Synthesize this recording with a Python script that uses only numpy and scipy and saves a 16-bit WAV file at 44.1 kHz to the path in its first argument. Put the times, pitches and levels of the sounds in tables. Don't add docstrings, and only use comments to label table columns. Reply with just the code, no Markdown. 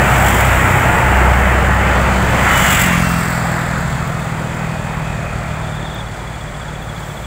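import sys
import numpy as np
from scipy import signal
from scipy.fft import rfft, irfft, next_fast_len
from scipy.io import wavfile
from scipy.ndimage import uniform_filter1d, map_coordinates

SR = 44100
rng = np.random.default_rng(int(sys.argv[2]) if len(sys.argv) > 2 else 0)


def store_wav(level_fs):
    pcm = np.round(np.clip(np.atleast_2d(level_fs), -1, 1) * 32767)
    wavfile.write(sys.argv[1], SR, pcm.T.astype(np.int16))


def gain_from_db(level_db):
    decades = np.asarray(level_db, float) / 20
    return 10 ** decades


N = 320166
T = np.arange(N) / SR

# start_s, pitch_hz, level_db
ROOSTER_CROW = [(.84, 688, -60.5), (.9, 706, -24), (1, 728, -30), (1.12, 723, -32), (1.2, 704, -30),
                (1.26, 688, -57.5)]
# start_s, notes (count), gap_s, gap_growth_s (per note), first_db, last_db, grace_db (re the note)
BIRD_PHRASES = [(5.506, 12, .045, 0, -43, -29.5, -4), (6.067, 18, .0672, .00022, -34.5, -33.5, -14)]
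NOTE_SCATTER_DB = 1.2
# (nominal, 3 dB is taken off)
CLOSE_TICKS = [(5.9464, -28), (6.8284, -29), (6.8494, -36)]

DRONE_FROM_S, DRONE_HZ, DRONE_RISES_HZ_PER_S = 4.5, 52, 1.35
DRONE_DB, DRONE_OCTAVE_DB = -33.5, -45.5

# start_s, pitch_hz (base of its harmonics), level_db (added to each harmonic)
LEAVING_ENGINE = [(0, 33.64, -25), (.5, 31.62, -21), (1.05, 31.14, -25), (1.75, 30.15, -35.5)]
# multiple (of pitch_hz), level_db (relative)
LEAVING_HARMONICS = [(3, -0.5), (4, 0.5), (5, -41), (6, -6.5), (7, -30), (8, -15)]

# start_s, pitch_hz (base of its orders), level_db (of the firing tone)
BUS_ENGINE = [(0, 63.0, -22), (.2, 63.8, -18), (.6, 63.6, -17.5), (.76, 64.4, -26), (.95, 65.0, -23),
              (1.2, 64.7, -13.5), (1.9, 64.6, -17), (2.5, 65.5, -21.5), (3.5, 67.3, -31.5),
              (3.9, 68.5, -28), (4.45, 69.3, -40), (4.75, 69.8, -37), (5.2, 70.8, -36), (5.6, 71.5, -31),
              (5.85, 73.6, -49)]
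# multiple (of pitch_hz), level_db (re the firing tone)
BUS_EXTRA_ORDERS = [(.5, -30), (1.5, -33.5), (3, -13.5)]
# start_s, level_db
BUS_OCTAVE_LEVEL = [(0, -31), (.4, -33), (1.1, -36), (2.8, -30), (3.5, -49), (3.9, -25), (4.9, -35.5),
                    (5.85, -40)]
# start_s, pitch_hz, level_db
TURBO_WHISTLE = [(.3, 7600, -70), (.45, 7750, -48), (.95, 8400, -49), (1.1, 8500, -70)]

# (per Hz, relative: the noise is scaled to rms 1)
ROAR_SPECTRUM = [(130, -35), (220, -5), (290, -7.5), (340, -1.5), (420, -4.5), (600, 1), (860, 1),
                 (1030, -2), (1330, 0), (1600, -2.5), (1960, -2.5), (2500, -9.5), (3100, -17.5),
                 (3900, -55.5), (5000, -51)]
RUMBLE_SPECTRUM = [(20, -34), (33, -1), (45, -3), (78, -3), (110, 2), (170, 0), (240, -7.5), (350, -16.5),
                   (460, -67)]
FAR_HISS_SPECTRUM = [(1880, -30), (3200, 0), (3490, 1), (3800, -4), (4120, -6), (4490, -4), (5450, -11),
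                     (6270, -7.5), (7500, -2.5), (10500, -18.5), (15700, -61)]
NEAR_HISS_SPECTRUM = [(1880, -36), (3200, 4), (4180, -10), (6270, -8.5), (7600, 3.5), (8740, -6.5),
                      (9990, -9.5), (12000, -9.5), (13600, -9.5), (15200, -3.5), (15700, -5)]
# start_s, level_db
ROAR_LEVEL = [(0.0, -13), (0.44, -13.5), (1.19, -14), (1.37, -15.5), (1.82, -14.5), (2.22, -16.5),
              (2.51, -13), (2.81, -14), (3.11, -20), (3.7, -21), (3.88, -24), (5.6, -27), (6.33, -30.5),
              (7.12, -30), (7.26, -31.5)]
# centre_s, half_length_s, pitch_hz,
# level_db
NARROW_NOTES = [(.12, .05, 745, -26), (1.05, .2, 870, -23), (1.75, .15, 850, -27), (2.52, .08, 1360, -25),
                (2.82, .06, 1365, -24)]
# start_s, lag_ms, strength (ratio, negative is inverted)
GROUND_ECHO = [(2.3, .23, 0), (2.65, .228, -.25), (2.87, .2, -.1), (3.05, .285, -.4), (3.4, .315, -.35),
               (3.9, .34, -.2), (4.3, .35, 0)]
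# peak_s, rise_s, fall_s, hiss_db, clatter_db (valves)
TREBLE_SWELLS = [(.3, .4, 0.63, -28.5, -41), (.28, .08, 0.085, -45, -27), (2.63, 0.082, 0.13, -24.5, -31),
                 (2.8, 0.082, 0.051, -33, -24), (3.2, 0.13, 0.22, -40.5, -37),
                 (7.079, 0.11, 0.15, -44, -72)]
TILT_DB, TILT_DULLS_DB_PER_S, TILT_NEAR_DB, TILT_NEAR_S = 1, 0.41, 4, 0.21
TILT_FROM = .55
RUMBLE_DB, RUMBLE_FOLLOWS, RUMBLE_SMOOTHING_S, RUMBLE_DULLS_DB_PER_S = -10.5, 0.7, 0.72, 0.3
NEAR_FLOOR_DB, FAR_FLOOR_DB = -62.5, -44.5
FAR_BUS_DB, FAR_BUS_FADES_DB_PER_S = -39, 7.6
FAR_BIKE_DB, HISS_LOSS_DB = -28, 4.5

PASS_S, PASS_M, SPEED_M_PER_S, SOUND_M_PER_S, HEARD_FROM_S = 2.72, 5, 20.2, 343, 1.5
TURN_S, TURN_LENGTH_S = 2.82, 0.05
# start_s, pitch_hz (before the Doppler shift)
PASSING_ENGINE = [(2.75, 45.85), (3.1, 45.1), (5.4, 41.0), (7.26, 38.5)]
# multiple (of the firing rate), front_db, behind_db (relative)
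PASSING_HARMONICS = [(1, -42, -38), (2, -25, -27), (3, -31.5, -18), (4, -24.5, -16), (5, -33.5, -24),
                     (6, -42, -30.5), (7, -48, -37), (8, -47, -44), (9, -59, -51), (10, -45, -41.5)]
# start_s, level_db (added to each harmonic)
THUMP_LEVEL = [(1.5, -7), (1.8, -4), (2.5, -2), (3, -2), (3.3, -7), (3.9, -9.5), (5, -9.5), (5.8, -13.5),
               (6.2, -18), (6.7, -17), (7.26, -17)]
MESH = 62.8
# start_s, level_db, sideband_db
GEAR_WHINE = [(1.5, -43, -60), (2.3, -41, -57), (2.75, -26.5, -42), (3.1, -34, -46), (3.35, -46, -55),
              (4.2, -49, -55), (4.6, -43, -51), (5.1, -45, -45), (5.6, -45, -48), (5.85, -54, -57),
              (6.3, -50, -52), (6.6, -57, -59), (7.26, -53, -54)]


def unit(x):
    return x / np.sqrt(np.mean(x ** 2) + 1e-20)


def curves(rows, t=T):
    s, *cols = np.transpose(rows)
    return [np.interp(t, s, c) for c in cols]


def sounding(rows, fade):
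    fade_in = np.clip((T - rows[0][0]) / fade + 1, 0, 1)
    fade_out = np.clip((rows[-1][0] - T) / fade + 1, 0, 1)
    return fade_in * fade_out


def wobble(rate):
    return map_coordinates(rng.standard_normal(int(N * rate / SR) + 4), [T * rate])


def tones(hz, orders, waver_db, blur, rate):
    turn = 2 * np.pi * np.cumsum(hz) / SR
    total = np.zeros(N)
    for multiple, db in orders:
        size = np.sqrt(2) * gain_from_db(db + waver_db * wobble(rate))
        total -= size * np.cos(multiple * turn + blur * wobble(rate))
    return total


def rush(spectrum, tilt_db, pivot_hz, patchy_db, ground=False, size=1024):
    hz, t, z = signal.stft(rng.standard_normal(N), SR, nperseg=size)
    f, db = np.transpose(spectrum)
    colour = np.interp(np.log(hz + 1), np.log(f), db, left=-120, right=-120)[:, None]
    octaves = np.log2(np.maximum(hz[:, None] / pivot_hz, TILT_FROM))
    slope = octaves * np.interp(t, T, tilt_db + 0 * T)
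    across_hz = uniform_filter1d(rng.standard_normal(z.shape), size=7, axis=0)
    patches = unit(uniform_filter1d(across_hz, size=9, axis=1))
    lag_ms, echo = curves(GROUND_ECHO, t)
    comb = np.abs(1 + ground * echo * np.exp(-2j * np.pi * hz[:, None] * lag_ms / 1e3))
    gain = gain_from_db(colour + slope) * comb
    gain = gain / np.sqrt(np.mean(gain ** 2, axis=0))
    return unit(signal.istft(z * gain * gain_from_db(patchy_db * patches), SR, nperseg=size)[1][:N])


def rooster():
    hz, db = curves(ROOSTER_CROW)
    return gain_from_db(db) * tones(hz, [(1, 0), (2, 1)], waver_db=2.5, blur=0.22, rate=55)


def bird():
    song, t = np.zeros(N + SR), np.arange(-SR // 25, SR // 25) / SR
    note = np.exp(-.5 * ((t - .007) / 0.0044) ** 2) * np.sin(2 * np.pi * 3440 * t * (1 - 1.23 * t))
    grace = np.exp(-.5 * ((t + 0.0095) / 0.007) ** 2) * np.sin(2 * np.pi * 3560 * t * (1 - 0.53 * t))
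    for start, count, gap, grows, first_db, last_db, grace_db in BIRD_PHRASES:
        whistle = note + grace * gain_from_db(grace_db)
        for k in range(count):
            db = first_db + (last_db - first_db) * np.sin(1.5 * k / (count - 1))
            db += NOTE_SCATTER_DB * rng.standard_normal()
            centre = round((start + gap * k + grows * k * k / 2) * SR)
            song[centre - SR // 25:][:len(t)] += gain_from_db(db) * whistle
    echo = gain_from_db(-9) * np.roll(song, round(0.015 * SR))
    return (song + echo)[:N]


def far_drone():
    hz = DRONE_HZ + DRONE_RISES_HZ_PER_S * (T - DRONE_FROM_S)
    drone = tones(hz, [(1, DRONE_DB), (2, DRONE_OCTAVE_DB)], waver_db=2.0, blur=0.9, rate=12)
    return np.clip(T - DRONE_FROM_S + .5, 0, 1) * drone


def leaving_bike():
    hz, level_db = curves(LEAVING_ENGINE)
    engine = tones(hz, LEAVING_HARMONICS, waver_db=1.5, blur=.35, rate=6)
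    return sounding(LEAVING_ENGINE, fade=.3) * gain_from_db(level_db) * engine


def bus_engine():
    hz, tone_db = curves(BUS_ENGINE)
    orders = [(0.99, tone_db)] + [(k, tone_db + db) for k, db in BUS_EXTRA_ORDERS]
    firing = tones(hz, orders, waver_db=.6, blur=.1, rate=6)
    octave = tones(2 * hz, [(1, curves(BUS_OCTAVE_LEVEL)[0])], waver_db=1, blur=.1, rate=6)
    return sounding(BUS_ENGINE, fade=.15) * (firing + octave)


def bus_turbo():
    hz, db = curves(TURBO_WHISTLE)
    return tones(hz, [(1, db)], waver_db=3, blur=1.4, rate=120)


def ticks():
    out, t = np.zeros(N), np.arange(200) / SR
    for s, db in CLOSE_TICKS:
        click = np.diff(rng.standard_normal(len(t) + 2), 2) / 2
        out[round(s * SR):][:len(t)] += gain_from_db(db - 3 - 60 * t / 0.0034) * click
    return out


def bike_path():
    x = SPEED_M_PER_S * (T - PASS_S)
    r = np.hypot(x, PASS_M)
    doppler = 1 - SPEED_M_PER_S / SOUND_M_PER_S * x / r
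    return np.log2(r / PASS_M), curves(PASSING_ENGINE)[0] * doppler


def swells(column):
    power = np.zeros(N)
    for row in TREBLE_SWELLS:
        peak_s, rise_s, fall_s = row[:3]
        away = (T - peak_s) / np.where(T < peak_s, rise_s, fall_s)
        power += gain_from_db(row[column]) ** 2 / (1 + away ** 2) ** 1.16
    return np.sqrt(power)


def far_hiss():
    doublings, hz = bike_path()
    bus_gain = gain_from_db(FAR_BUS_DB - FAR_BUS_FADES_DB_PER_S * T)
    bike_gain = gain_from_db(FAR_BIKE_DB - HISS_LOSS_DB * doublings)
    gain = np.sqrt(gain_from_db(FAR_FLOOR_DB) ** 2 + bus_gain ** 2 + bike_gain ** 2)
    cycle = np.cumsum(hz) / SR
    pulse = gain_from_db(1.2 * np.cos(2 * np.pi * cycle + .6) + .6 * wobble(14))
    return gain * pulse * rush(FAR_HISS_SPECTRUM, 0, pivot_hz=7500, patchy_db=.8, ground=True)


def road_rumble():
    smooth_db = uniform_filter1d(curves(ROAR_LEVEL)[0], round(RUMBLE_SMOOTHING_S * SR), mode="nearest")
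    tilt = -RUMBLE_DULLS_DB_PER_S * T
    noise = rush(RUMBLE_SPECTRUM, tilt, pivot_hz=100, patchy_db=1.1, size=8192)
    return gain_from_db(RUMBLE_DB + RUMBLE_FOLLOWS * smooth_db) * noise


def tyre_roar():
    near = np.exp(-((T - PASS_S - .08) / TILT_NEAR_S) ** 2)
    tilt = TILT_DB - TILT_DULLS_DB_PER_S * T + TILT_NEAR_DB * near
    noise = rush(ROAR_SPECTRUM, tilt, pivot_hz=1100, patchy_db=1.1, ground=True)
    return gain_from_db(curves(ROAR_LEVEL)[0]) * noise


def narrow_hums():
    total = np.zeros(N)
    for s, length, hz, db in NARROW_NOTES:
        swell = np.exp(-.5 * ((T - s) / length) ** 2)
        total += swell * tones(hz + 0 * T, [(1, db)], waver_db=2.5, blur=1.6, rate=50)
    return total


def near_hiss():
    gain = np.hypot(swells(column=3), gain_from_db(NEAR_FLOOR_DB))
    return gain * rush(NEAR_HISS_SPECTRUM, 0, pivot_hz=7500, patchy_db=.9, ground=True)


def valve_clatter():
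    cycle = np.cumsum(bike_path()[1]) / SR
    pulse_db = 4.9 * np.cos(2 * np.pi * cycle + 0.32) + 2.5 * np.cos(4 * np.pi * cycle + 2.9)
    burst = unit(gain_from_db(pulse_db + 2.2 * wobble(45)))
    return swells(column=4) * burst * rush(NEAR_HISS_SPECTRUM, 2.2, pivot_hz=7500, patchy_db=1.2, ground=True)


def gear_whine(hz):
    mesh_db, side_db = curves(GEAR_WHINE)
    sidebands = [(MESH - 2, side_db), (MESH + 2, side_db), (MESH + 4, side_db - 5)]
    whine = tones(hz, [(MESH, mesh_db)], waver_db=2.5, blur=.8, rate=20)
    return whine + tones(hz, sidebands, waver_db=3.5, blur=1.1, rate=11)


def exhaust_thump(hz):
    back = (1 + np.tanh((T - TURN_S) / TURN_LENGTH_S)) / 2
    orders = [(k, front + (rear - front) * back) for k, front, rear in PASSING_HARMONICS]
    return gain_from_db(curves(THUMP_LEVEL)[0]) * tones(hz, orders, waver_db=1.1, blur=.12, rate=6)


def passing_bike():
    hz = bike_path()[1]
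    fade_in = np.clip((T - HEARD_FROM_S) / .3 + 1, 0, 1)
    return fade_in * (exhaust_thump(hz) + gear_whine(hz))


def scene():
    background = rooster() + bird() + far_drone()
    traffic = leaving_bike() + bus_engine() + bus_turbo()
    road = far_hiss() + road_rumble() + tyre_roar() + narrow_hums() + near_hiss()
    return (background + traffic + road + ticks() + valve_clatter() + passing_bike())[None]


def low_pass(x):
    return signal.sosfilt(signal.butter(12, 17110, fs=SR, output="sos"), x)


def record(dry):
    soft = dry / (1 + np.abs(dry) ** 8) ** (1 / 8)
    m = next_fast_len(N + 8192)
    in_band = np.fft.rfftfreq(m, 1 / SR) < 15750
    mix = irfft(rfft(soft, m) * in_band, m)[..., :N]
    return low_pass(mix)


dry = scene()
out = record(dry)
store_wav(out)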